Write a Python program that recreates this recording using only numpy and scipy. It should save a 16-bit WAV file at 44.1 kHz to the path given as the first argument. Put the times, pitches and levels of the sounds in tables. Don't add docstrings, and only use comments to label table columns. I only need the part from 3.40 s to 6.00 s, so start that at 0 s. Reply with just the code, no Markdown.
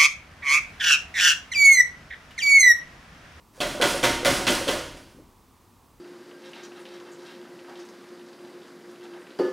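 import sys
import numpy as np
from scipy import signal
from scipy.fft import rfft, irfft, next_fast_len
from scipy.io import wavfile

SR = 44100
rng = np.random.default_rng(int(sys.argv[2]) if len(sys.argv) > 2 else 0)


def dump_mix(stems):
    frames = np.atleast_2d(stems).T
    limited = np.clip(frames, -1, 1)
    pcm = np.round(limited * 32767).astype(np.int16)
    wavfile.write(sys.argv[1], SR, pcm)


N = 114660
T = np.arange(round(.95 * SR)) / SR
TAIL_RISE_S = 0.0064


def amp(db):
    return 10 ** (np.asarray(db) / 20)


def unit(x):
    return x / np.sqrt(np.mean(x ** 2) + 1e-20)


def along(points, hz):
    f, v = np.transpose(points)
    return np.interp(np.log(hz + 1), np.log(f + 1), v)


def fade(t60_s):
    return np.exp(-np.log(1000) * T / t60_s)


def build_up(rise_s):
    return 1 - np.exp(-T / rise_s)


def noise():
    return rng.standard_normal(len(T))


def add(track, start_s, sound):
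    i = round(start_s * SR)
    track[i:i + len(sound)] += sound[:N - i]


def coloured(x, gain):
    m = 2 * next_fast_len(len(x) // 2 + 4096)
    magnitude = np.maximum(unit(gain(np.fft.rfftfreq(m, 1 / SR))), 1e-6)
    cepstrum = irfft(np.log(magnitude))
    cepstrum[1:m // 2] *= 2
    cepstrum[m // 2 + 1:] = 0
    return irfft(rfft(x, m) * np.exp(rfft(cepstrum)))[:len(x)]


def shape(points, tilt_db=0):
    def gain(hz):
        octaves = np.log2(np.maximum(hz, 400) / 2500)
        return amp(along(points, hz) + tilt_db * octaves)
    return gain


def resonances(table):
    def gain(f):
        return np.sqrt(sum((amp(db) / (1 + ((f - hz) / width) ** 2)) ** 2 for hz, width, db in table))
    return gain


# frequency [Hz], t60 [s]
ROOM_DECAY = [(60, 1.83), (150, 0.81), (280, 0.83), (550, 0.51), (900, 0.71), (1800, 0.7), (4800, .7),
              (9000, 0.62), (15000, 0.46)]


def tail():
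    hz, t, bands = signal.stft(noise(), SR, nperseg=256)
    decay = amp(-60 * t / along(ROOM_DECAY, hz)[:, None])
    return signal.istft(bands * decay, SR, nperseg=256)[1][:len(T)]


def in_room(x, wet_db):
    answer = tail() * build_up(TAIL_RISE_S)
    answer /= np.linalg.norm(answer)
    return x + amp(wet_db) * signal.fftconvolve(x, answer)[:len(x)]


def ticks(per_s, scatter_db):
    present = rng.random(len(T)) < per_s / SR
    sign = rng.choice([-1, 1], len(T))
    return unit(present * sign * amp(scatter_db * noise()))


# delay [s], level [dB]
EARLY_ECHOES = [(.008, -1), (0.0138, -2.5), (0.027, -8)]


def contact(t60_s, tail_db, doors_tail):
    crack = amp(0.5) * fade(t60_s) * noise()
    delayed = sum(amp(db) * np.interp(T - delay_s, T, fade(t60_s), left=0) for delay_s, db in EARLY_ECHOES)
    echoes = delayed * noise()
    walls = amp(-1.5) * fade(0.12) * ticks(per_s=4300, scatter_db=-2)
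    common = 0.42
    room = np.sqrt(common) * doors_tail + np.sqrt(1 - common) * tail()
    return crack + echoes + (walls + amp(tail_db) * room) * build_up(TAIL_RISE_S)


# frequency [Hz], density level [dB]
HUM_SPECTRUM = [(15, -21.5), (33, 0), (60, -2.5), (100, -2), (170, -8), (270, -5), (400, -11), (650, -17.5),
                (900, -10), (1150, -11.5), (1500, -22), (3000, -25), (15000, -29.5)]


def hum():
    return amp(-57.5) * coloured(rng.standard_normal(N), shape(HUM_SPECTRUM))


# start_s [s], level_db [dB]
SOFT_BUMPS = [(1.595, -47.5), (1.745, -53.5), (1.768, -48.5), (1.787, -48.5), (1.865, -57.5)]
# frequency [Hz], density level [dB]
BUMP_SPECTRUM = [(40, -14), (120, -6.5), (260, 2), (400, -6.5), (600, -12), (900, -25), (5000, -57)]
# start_s [s], length_s [s], level_db [dB] before reverberation
FRAME_SCRAPES = [(0.13, 0.11, -55.5), (1.553, 0.048, -53), (1.669, 0.065, -62)]


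def settling():
    out = np.zeros(N)
    for start_s, level_db in SOFT_BUMPS:
        bump = coloured(noise() * fade(.3), shape(BUMP_SPECTRUM))
        add(out, start_s, amp(level_db) * bump)
    for start_s, length_s, level_db in FRAME_SCRAPES:
        stroke = np.sqrt(np.abs(np.sin(np.pi * np.minimum(T / length_s, 1))))
        scrape = in_room(stroke * ticks(per_s=3000, scatter_db=-0.5), wet_db=1.5)
        add(out, start_s, amp(level_db) * coloured(scrape, shape(CHATTER_SPECTRUM, tilt_db=-2)))
    return out


# frequency [Hz], density level [dB]
BOOM_SPECTRUM = [(18, -22), (36, 2), (48, -10), (64, -2.5), (95, -13.5), (125, -1), (160, -7.5),
                 (260, -5.5), (500, -32)]


def boom():
    out = np.zeros(N)
    for start_s, *_, boom_db in DOOR_CLASHES:
        add(out, start_s, amp(boom_db) * tail() * build_up(0.027))
    return coloured(out, shape(BOOM_SPECTRUM))


# start_s [s], level_db [dB] of the note's parts before their own gains, pitch_hz [Hz], thud_db [dB]
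PANEL_KNOCKS = [(.178, -47.5, 520, -55), (.204, -29.5, 606, -32.5), (.231, -24.5, 590, -31.5),
                (.294, -37.5, 594, -42), (.349, -31, 591, -38), (.376, -36, 590, -37.5),
                (0.4004, -23, 505, -26), (.432, -21.5, 572, -24.5), (.545, -26, 558, -29),
                (.634, -21.5, 517, -27), (.668, -23.5, 591, -26.5), (.831, -28.5, 504, -34.5),
                (.858, -20.5, 562, -30), (.874, -20, 559, -22), (.994, -32.5, 543, -27.5),
                (1.070, -28, 510, -33), (1.099, -23, 584, -23), (1.213, -30.5, 547, -39.5),
                (1.272, -28, 555, -33), (1.286, -22, 517, -26), (1.335, -29, 595, -41.5),
                (1.397, -38, 568, -48), (1.543, -49, 545, -49)]
# frequency [Hz], half-width at half gain [Hz], level [dB]
PANEL_MODES = [(193, 25, -9), (276, 32, -2.5), (346, 17, 0), (391.5, 23, -1.5), (730, 33, -2.5),
               (1010, 95, -11.5), (1464, 80, -9)]


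def knocks():
    notes, thuds = np.zeros(N), np.zeros(N)
    for start_s, level_db, pitch_hz, thud_db in PANEL_KNOCKS:
        room = tail() * build_up(TAIL_RISE_S)
        note = amp(4) * np.sin(2 * np.pi * pitch_hz * T) * fade(0.1)
        note_room = amp(-9) * coloured(room, resonances([(pitch_hz, 49, 0)]))
        add(notes, start_s, amp(level_db) * (note + note_room))
        thud = noise() * fade(0.1) + amp(-6.5) * room
        add(thuds, start_s, amp(thud_db) * thud)
    return notes + coloured(thuds, resonances(PANEL_MODES))


# frequency [Hz], density level [dB]
CHATTER_SPECTRUM = [(300, -3.5), (1500, 0.5), (3400, -3.5), (5000, 0.5), (6200, -2), (7500, -4),
                    (10800, -3.5), (12200, -11), (15800, -16)]


def chatter():
    out = np.zeros(N)
    for start_s, *_, peak_s, chatter_db, _ in DOOR_CLASHES:
        u = T / peak_s
        swell = u * np.exp(1 - u)
        add(out, start_s, amp(chatter_db) * ticks(per_s=300, scatter_db=2) * swell)
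    return coloured(in_room(amp(-5.5) * out, wet_db=3), shape(CHATTER_SPECTRUM))


# frequency [Hz], half-width at half gain [Hz], level [dB]
CLACK_MODES = [(2650, 92, -6), (3150, 110, -3), (3404, 100, -3), (4080, 75, -4.5), (4460, 200, -10.5)]
CLANG_MODES = [(1472, 57, -3.5), (2050, 64, 2), (2380, 130, -10), (2680, 80, -10)]


def edges():
    clack, clang, doors_tail = np.zeros(N), np.zeros(N), tail()
    for start_s, _, _, clack_db, clang_db, *_ in DOOR_CLASHES:
        hit = contact(0.034, tail_db=-10.5, doors_tail=doors_tail)
        add(clack, start_s, amp(clack_db) * hit)
        add(clang, start_s, amp(clang_db) * hit)
    return coloured(clack, resonances(CLACK_MODES)) + coloured(clang, resonances(CLANG_MODES))


# frequency [Hz], mean level [dB] within the ring, t60 [s]
FRAME_MODES = [(124, -11, .4), (261.8, -13, 0.93), (323.6, -8, 0.94), (353.4, -8, 0.666), (621, -14, 1),
               (714.6, -4.5, 0.37), (927, -9.5, 0.76), (1438, -6.5, 0.67), (1569, -11, 0.27),
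               (2017, -11.5, 0.39), (2020, -3, 0.31), (2865, -12, 0.76), (3205, -21, 0.77),
               (3385, -14.5, 0.47)]


def ring():
    out = np.zeros(len(T))
    for hz, level_db, t60_s in FRAME_MODES:
        strength = amp(level_db + 2.5 * rng.standard_normal())
        out += strength * fade(t60_s) * np.sin(2 * np.pi * (hz * T + rng.random()))
    return out * build_up(TAIL_RISE_S)


# start_s [s], level_db [dB], treble tilt_db [dB per octave], clack_db [dB],
# clang_db [dB], chatter peak_s after the start [s], chatter_db [dB] before its swell and a 5.5 dB cut, boom_db [dB]
DOOR_CLASHES = [(0.2038, -23.5, -0.5, -25, -44, 0.038, -36, -36.5),
                (0.4131, -17, -1.2, -20, -31, 0.038, -27.5, -35.5),
                (0.6294, -20.5, 0, -25.5, -34, .01, -41, -42.5),
                (.6380, -19, 0, -37, -20.5, 0.011, -28.5, -35),
                (0.8482, -16.5, 0, -26.5, -24.5, 0.035, -27, -31),
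                (1.0680, -18, -0.5, -19, -37.5, 0.034, -28, -36),
                (1.2786, -23, -0.5, -26, -48, 0.015, -32, -36.5)]
# frequency [Hz], density level [dB]
CLASH_SPECTRUM = [(60, -22.5), (180, -6), (330, -1), (460, -2), (700, -1.5), (830, -5), (1100, 0),
                  (1500, 0), (2100, -1), (2750, -3.5), (3400, -1.5), (4100, -6.5), (5000, -7.5), (6200, -7),
                  (7300, -11), (10500, -14), (12500, -20), (15800, -26.5)]


def clashes():
    out, doors_tail = np.zeros(N), tail()
    for start_s, level_db, tilt_db, *_ in DOOR_CLASHES:
        hit = contact(0.017, tail_db=-3.5, doors_tail=doors_tail)
        crash = coloured(hit, shape(CLASH_SPECTRUM, tilt_db))
        add(out, start_s, amp(level_db) * (crash + amp(-7.5) * ring()))
    return out


def scene():
    mid = hum() + settling() + boom() + knocks() + chatter() + edges() + clashes()
    side = amp(-14.5) * hum()
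    return np.array([mid + side, mid - side])


# frequency [Hz], left minus right [dB]
PORT_DIFFERENCE = [(40, .6), (120, 1.6), (200, 2), (280, 1.4), (400, 0), (550, -1.5), (790, -2.7),
                   (1650, -2.5), (2400, -1.4), (3400, -.7), (6400, -.5), (9500, 0)]


def record(dry):
    m = next_fast_len(N + SR // 2)
    hz = np.fft.rfftfreq(m, 1 / SR)
    ports = amp(np.array([[.5], [-.5]]) * along(PORT_DIFFERENCE, hz))
    in_band = hz < 15800
    return irfft(rfft(dry, m) * ports * in_band, m)[:, :N]


dry = scene()
out = record(dry)
dump_mix(out)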